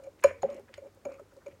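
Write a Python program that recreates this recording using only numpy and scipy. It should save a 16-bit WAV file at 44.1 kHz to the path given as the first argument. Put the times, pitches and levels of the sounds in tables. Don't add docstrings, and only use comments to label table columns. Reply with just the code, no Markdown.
import sys
import numpy as np
from scipy import signal
from scipy.fft import rfft, irfft
from scipy.io import wavfile

SR = 44100
rng = np.random.default_rng(int(sys.argv[2]) if len(sys.argv) > 2 else 0)


def file_out(sig):
    cols = np.atleast_2d(sig).T
    lim = np.clip(cols, -1, 1)
    pcm = np.round(lim * 32767).astype(np.int16)
    wavfile.write(sys.argv[1], SR, pcm)


N = 70560
T = np.arange(N) / SR
HZ = np.maximum(np.arange(N // 2 + 1) * SR / N, 1)


def amp(db):
    return 10 ** (np.asarray(db) / 20)


def colour(points):
    hz, db = np.array(points).T
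    return amp(np.interp(np.log(HZ), np.log(hz), db))


def hump(hz, octaves):
    return np.exp(-0.5 * (np.log2(HZ / hz) / octaves) ** 2)


def noise(gain):
    x = irfft(rfft(rng.standard_normal(N)) * gain, N)
    return x / x.std()


def envelope(rise, hold, t60):
    attack = np.minimum(T / max(rise, 1 / SR), 1)
    release_time = np.maximum(T - rise - hold, 0)
    return attack * np.exp(-np.log(1000) * release_time / t60)


def swell(length):
    arch = np.abs(np.sin(np.pi * np.minimum(T / length, 1)))
    return np.sqrt(arch) * (T < length)


def ring(modes, rise, hold):
    out = 0
    for hz, db, t60 in modes:
        out = out + amp(db) * np.sin(2 * np.pi * hz * T) * envelope(rise, hold, t60)
    return out


def at(s, x):
    start = int(np.clip(s * SR, 0, N - 1))
    return np.concatenate([np.zeros(start), x[:N - start]])


# f/Hz, level/dB (relative)
FLOOR_COLOUR = [(20, -42), (31, -26.5), (39, -8.5), (48, 3), (65, 0.5), (100, 2.5), (160, -5.5),
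                (300, -1.5), (500, -3.5), (800, -10.5), (1300, -13.5), (2000, -18), (3000, -23),
                (7000, -24.5), (11000, -31), (15500, -31)]
FLOOR_DB, HUM_HZ, HUM_DB = -62.5, 98.4, -69


def room_floor():
    hum = np.sin(2 * np.pi * HUM_HZ * T)
    return amp(FLOOR_DB) * noise(colour(FLOOR_COLOUR)) + amp(HUM_DB) * hum


# wall level/dB, low mode level/dB, worktop level/dB
MUG_KNOCKS = [(0, -44, 559, 0.00064, 0.0029, -10.5, -18, -12),
              (0.0703, -39, 555, 0.0021, 0.01, -24, -8.5, -8),
              (0.2441, -8, 561, 0.003, 0.0081, -15, -14, 1),
              (0.284, -45, 520, 0.0018, .001, -30, -12, -14.5),
              (0.309, -32.5, 575, 0.0029, 0.0017, -36, -19, 1),
              (0.4361, -20, 546.8, 0.003, 0.014, -23.5, -3, -1.5),
              (0.488, -32.5, 565, 0.0035, 0.013, -33, -18, -10),
              (0.556, -42.5, 558, 0.0013, 0.014, -27.5, -18, -9.5),
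              (.694, -50.5, 539, .004, 0.0091, -13, -13, -1), (0.78, -36, 563, 0.0027, 0.0032, -20, -7, 11),
              (.817, -41.5, 558, 0.0092, 0.0049, -28, -28, -18),
              (1.0549, -31.5, 605, 0.0018, 0.0033, -19.5, -4.5, 6),
              (1.063, -30, 557, 0.004, 0.0081, -18, -12, -9.5),
              (1.113, -42, 553, 0.0032, 0.013, -14, -13.5, 10),
              (1.196, -38.5, 565, 0.0029, 0.002, -15.5, -7, -12),
              (1.363, -48, 543, 0.0085, 0.012, -11.5, -1, -11),
              (1.461, -36.5, 563.5, 0.0073, 0.012, -17, -3.5, -14),
              (1.527, -52.5, 543, 0.0027, 0.017, -16, -11, -3)]
# f/Hz, level/dB, t60/s
MUG_WALL_MODES = [(760, -7.5, 0.041), (975, 0, 0.032), (1112, -15, 0.012), (1370, -4, 0.017),
                  (1517, -12, .04)]
# f/Hz, level/dB, t60/s
MUG_LOW_MODES = [(333, -22, 0.076), (425.2, -6, 0.096), (475.3, -4.5, 0.036)]
# f/Hz, level/dB, t60/s
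WORKTOP_MODES = [(87.1, -37, 0.5), (209, -51, .35), (469, -41.5, 1)]
HOLLOW_T60_S = 0.045
WALL_RISE_SHARE = 0.32


def knocks():
    out = 0
    low = ring(MUG_LOW_MODES, 0.0047, 0.003)
    worktop = ring(WORKTOP_MODES, 0.0023, 0)
    for s, db, hz, rise, hold, wall_db, low_db, worktop_db in MUG_KNOCKS:
        hollow = ring([(hz, 0, HOLLOW_T60_S)], rise, hold)
        wall = ring(MUG_WALL_MODES, WALL_RISE_SHARE * rise, 0.0005)
        knock = hollow + amp(wall_db) * wall + amp(low_db) * low + amp(worktop_db) * worktop
        out = out + at(s, amp(db) * knock)
    return out


# t/s, length/s, level/dB, f/Hz
SPOON_RUBS = [(0.017, 0.079, -47.5, 542.3), (0.353, 0.046, -63, 535), (0.502, 0.043, -40, 560),
              (0.563, 0.048, -42.5, 550), (0.832, 0.047, -44, 551.7), (0.964, 0.032, -58, 535),
              (1.319, 0.0244, -61, 546), (1.087, 0.023, -39, 543.4), (1.127, 0.071, -51.5, 543.4)]
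RUB_ROUGH, RUB_WIDTH_HZ = 0.3, 80
RUB_GRIT_DB = -11.5


def rubs():
    out = 0
    grit = noise(colour([(100, -9), (300, 0.5), (410, 9.5), (750, 0.5),
                         (1400, -13), (2400, -22), (3500, -30), (16000, -36.5)]))
    slow = 1 / (1 + (HZ / RUB_WIDTH_HZ) ** 4)
    wobble, stutter = noise(slow), noise(slow)
    for s, length, db, hz in SPOON_RUBS:
        phase = 2 * np.pi * hz * T
        tone = (1 + RUB_ROUGH * stutter) * np.sin(phase) + RUB_ROUGH * wobble * np.cos(phase)
        out = out + amp(db) * at(s, swell(length)) * (tone + amp(RUB_GRIT_DB) * grit)
    return out


# t/s, level/dB, centre f/Hz, width/octaves
BATTER_POPS = [(0.0357, -60, 6000, 0.59), (0.2043, -66.5, 6930, 0.28), (0.212, -63.5, 7500, 0.35),
               (0.42, -60, 4280, 0.097), (0.432, -29.5, 760, 0.1), (0.501, -56.5, 3800, 0.79),
               (0.544, -59.5, 6500, 0.67), (0.565, -63, 4930, 0.58), (.5955, -65, 6850, .8),
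               (0.74, -44.5, 2010, 1.05), (.868, -76, 6040, 0.46), (.946, -67, 8170, .7),
               (1.1197, -61.5, 5200, .5), (1.338, -68, 7540, 0.71), (1.366, -66, 5200, 0.6),
               (1.4614, -63.5, 4900, 0.47)]
POP_T60_S = 0.034


def pops():
    out = 0
    burst = envelope(0.00014, 0, POP_T60_S)
    for s, db, hz, width in BATTER_POPS:
        out = out + amp(db) * at(s, burst) * noise(hump(hz, width))
    return out


# t/s, rise/s, bright ring level/dB, low ring level/dB, clack level/dB
SPOON_CLINKS = [(.038, 0.0021, -60.5, -58.5, -68), (0.065, 0.0025, -69, -62.5, -74),
                (0.2383, 0.002, -27.5, -28.5, -22), (0.4196, 0.0055, -49.5, -70, -62),
                (0.515, 0.017, -63, -71, -83), (0.774, 0.0051, -57.5, -57, -56),
                (.868, 0.0024, -81, -63.5, -88), (1.0499, 0.0037, -53.5, -51.5, -51),
                (1.139, 0.0034, -68, -59, -59), (1.193, 0.0034, -72, -87, -59),
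                (1.462, 0.0038, -61, -52.5, -60), (1.481, 0.0016, -64, -71, -58)]
# f/Hz, level/dB, t60/s
SPOON_HIGH_MODES = [(4173, -20, 0.086), (4270, -13.5, 0.024), (5167, -14.5, 0.043), (6580, -7, 0.014),
                    (6770, -1, 0.029), (6750, -10, .018), (8730, -20.5, 0.041), (9520, -19.5, 0.054),
                    (11900, -33, .035), (12400, -24, .035)]
# f/Hz, level/dB, t60/s
SPOON_LOW_MODES = [(2208, -7, .05), (2339, -1, 0.048), (2396, -2.5, 0.023), (2522, -11, .04),
                   (2893, -16, 0.077)]
# f/Hz, level/dB (relative)
CLACK_COLOUR = [(300, -36.5), (900, 11), (1500, 8), (2200, 2), (2700, 1), (3300, -17), (5000, -9.5),
                (7500, -17.5), (10000, -40), (12500, -17.5), (13500, -34), (16000, -30)]
CLINK_HOLD_S, CLACK_T60_S = 0.00039, 0.03
SPOON_ROUGH, CHATTER_HZ = 0.49, 300
CRACK_DB, CRACK_HZ, CRACK_T60_S = -12, 9000, 0.013


def clinks():
    out = 0
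    clack = noise(colour(CLACK_COLOUR))
    crack = noise(hump(CRACK_HZ, 0.48))
    chatter = 1 + SPOON_ROUGH * noise(1 / (1 + (HZ / CHATTER_HZ) ** 2))
    for s, rise, high_db, low_db, clack_db in SPOON_CLINKS:
        bright_ring = amp(high_db) * ring(SPOON_HIGH_MODES, rise, CLINK_HOLD_S)
        low_ring = amp(low_db) * ring(SPOON_LOW_MODES, rise, CLINK_HOLD_S)
        glaze = clack * at(s, envelope(rise, CLINK_HOLD_S, CLACK_T60_S))
        glaze = glaze + amp(CRACK_DB) * crack * at(s, envelope(0.00029, 0, CRACK_T60_S))
        out = out + chatter * at(s, bright_ring + low_ring) + amp(clack_db) * glaze
    return out


CRACKLE_PER_S, CRACKLE_DB = 8.3, -72.5


def crackle():
    strengths = amp(3 * rng.standard_normal(N))
    bubbles = (rng.random(N) < CRACKLE_PER_S / SR) * strengths
    bursts = signal.fftconvolve(bubbles, envelope(0.0002, 0, 0.012))[:N]
    return amp(CRACKLE_DB) * bursts * noise(hump(7000, 0.84))


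# t/s, length/s, level/dB, centre f/Hz, width/octaves
SQUELCHES_AND_SCRAPES = [(0.187, 0.018, -65.5, 1960, 0.7), (0.223, 0.045, -46.5, 1300, 0.85),
                         (0.269, 0.051, -48, 1860, 0.38), (0.315, 0.086, -63, 2200, 0.14),
                         (0.418, 0.032, -52, 800, 1), (0.447, 0.15, -63, 2220, 0.31),
                         (0.459, 0.099, -59.5, 1110, 0.27), (0.68, .016, -58.5, 1280, 0.76),
                         (0.725, 0.029, -63, 2200, 0.37), (1.052, 0.0098, -45.5, 740, 0.24),
                         (1.077, 0.087, -62.5, 1205, 0.2), (1.09, 0.077, -63.5, 2370, 0.11),
                         (1.179, 0.03, -57.5, 1296, 0.12), (1.312, 0.018, -67.5, 1400, 0.24),
                         (1.404, .03, -67.5, 1380, 0.32), (1.509, 0.02, -64.5, 2140, 0.42)]
GRAIN_DB = 2.5


def squelches_and_scrapes():
    out = 0
    grain = amp(GRAIN_DB * noise(hump(200, 1)))
    grain = grain / np.sqrt(np.mean(grain ** 2))
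    for s, length, db, hz, width in SQUELCHES_AND_SCRAPES:
        out = out + amp(db) * at(s, swell(length)) * noise(hump(hz, width))
    return grain * out


# t/s, level/dB, f/Hz, t60/s
LOW_RINGS_AND_BUMPS = [(0.436, -48, 231.7, 0.31), (0.437, -40, 169.5, 0.091), (0.548, -41.5, 349, 0.05),
                       (.55, -58, 230.5, 0.47), (0.593, -44.5, 400, 0.12), (0.85, -65, 395, 0.031),
                       (.874, -48, 421, 0.053), (1.055, -41, 266.5, 0.067), (1.214, -46, 400, 0.066),
                       (1.485, -42.5, 368, 0.023), (1.529, -51, 100.3, 0.17)]
LOW_RISE_S = 0.0033


def low_rings_and_bumps():
    out = 0
    for s, db, hz, t60 in LOW_RINGS_AND_BUMPS:
        out = out + at(s, ring([(hz, db, t60)], LOW_RISE_S, 0))
    return out


# f/Hz, level/dB
ROOM_COLOUR = [(80, -25), (250, -3), (550, -19.5), (800, -11.5), (1600, -9.5), (2150, -7), (2400, -7),
               (4000, -14), (6000, -9.5), (6800, -17), (7600, -9.5), (10000, -15.5), (16000, -20.5)]
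ROOM_DELAY_S, ROOM_T60_S = 0.0059, 0.23


def kitchen(x):
    tail = rng.standard_normal(N) * at(ROOM_DELAY_S, envelope(0.004, 0, ROOM_T60_S))
    tail = tail / np.sqrt(np.sum(tail ** 2))
    tail = irfft(rfft(tail) * colour(ROOM_COLOUR), N)
    return x + signal.fftconvolve(x, tail[:N // 2])[:N]


def scene():
    mug = knocks() + clinks() + low_rings_and_bumps()
    stirring = mug + rubs() + pops() + crackle() + squelches_and_scrapes()
    return (room_floor() + kitchen(stirring))[None]


TOP_HZ = 16000


def record(dry):
    low_pass = signal.ellip(10, 0.2, 80, TOP_HZ, fs=SR, output="sos")
    return signal.sosfilt(low_pass, dry)


dry = scene()
out = record(dry)
file_out(out)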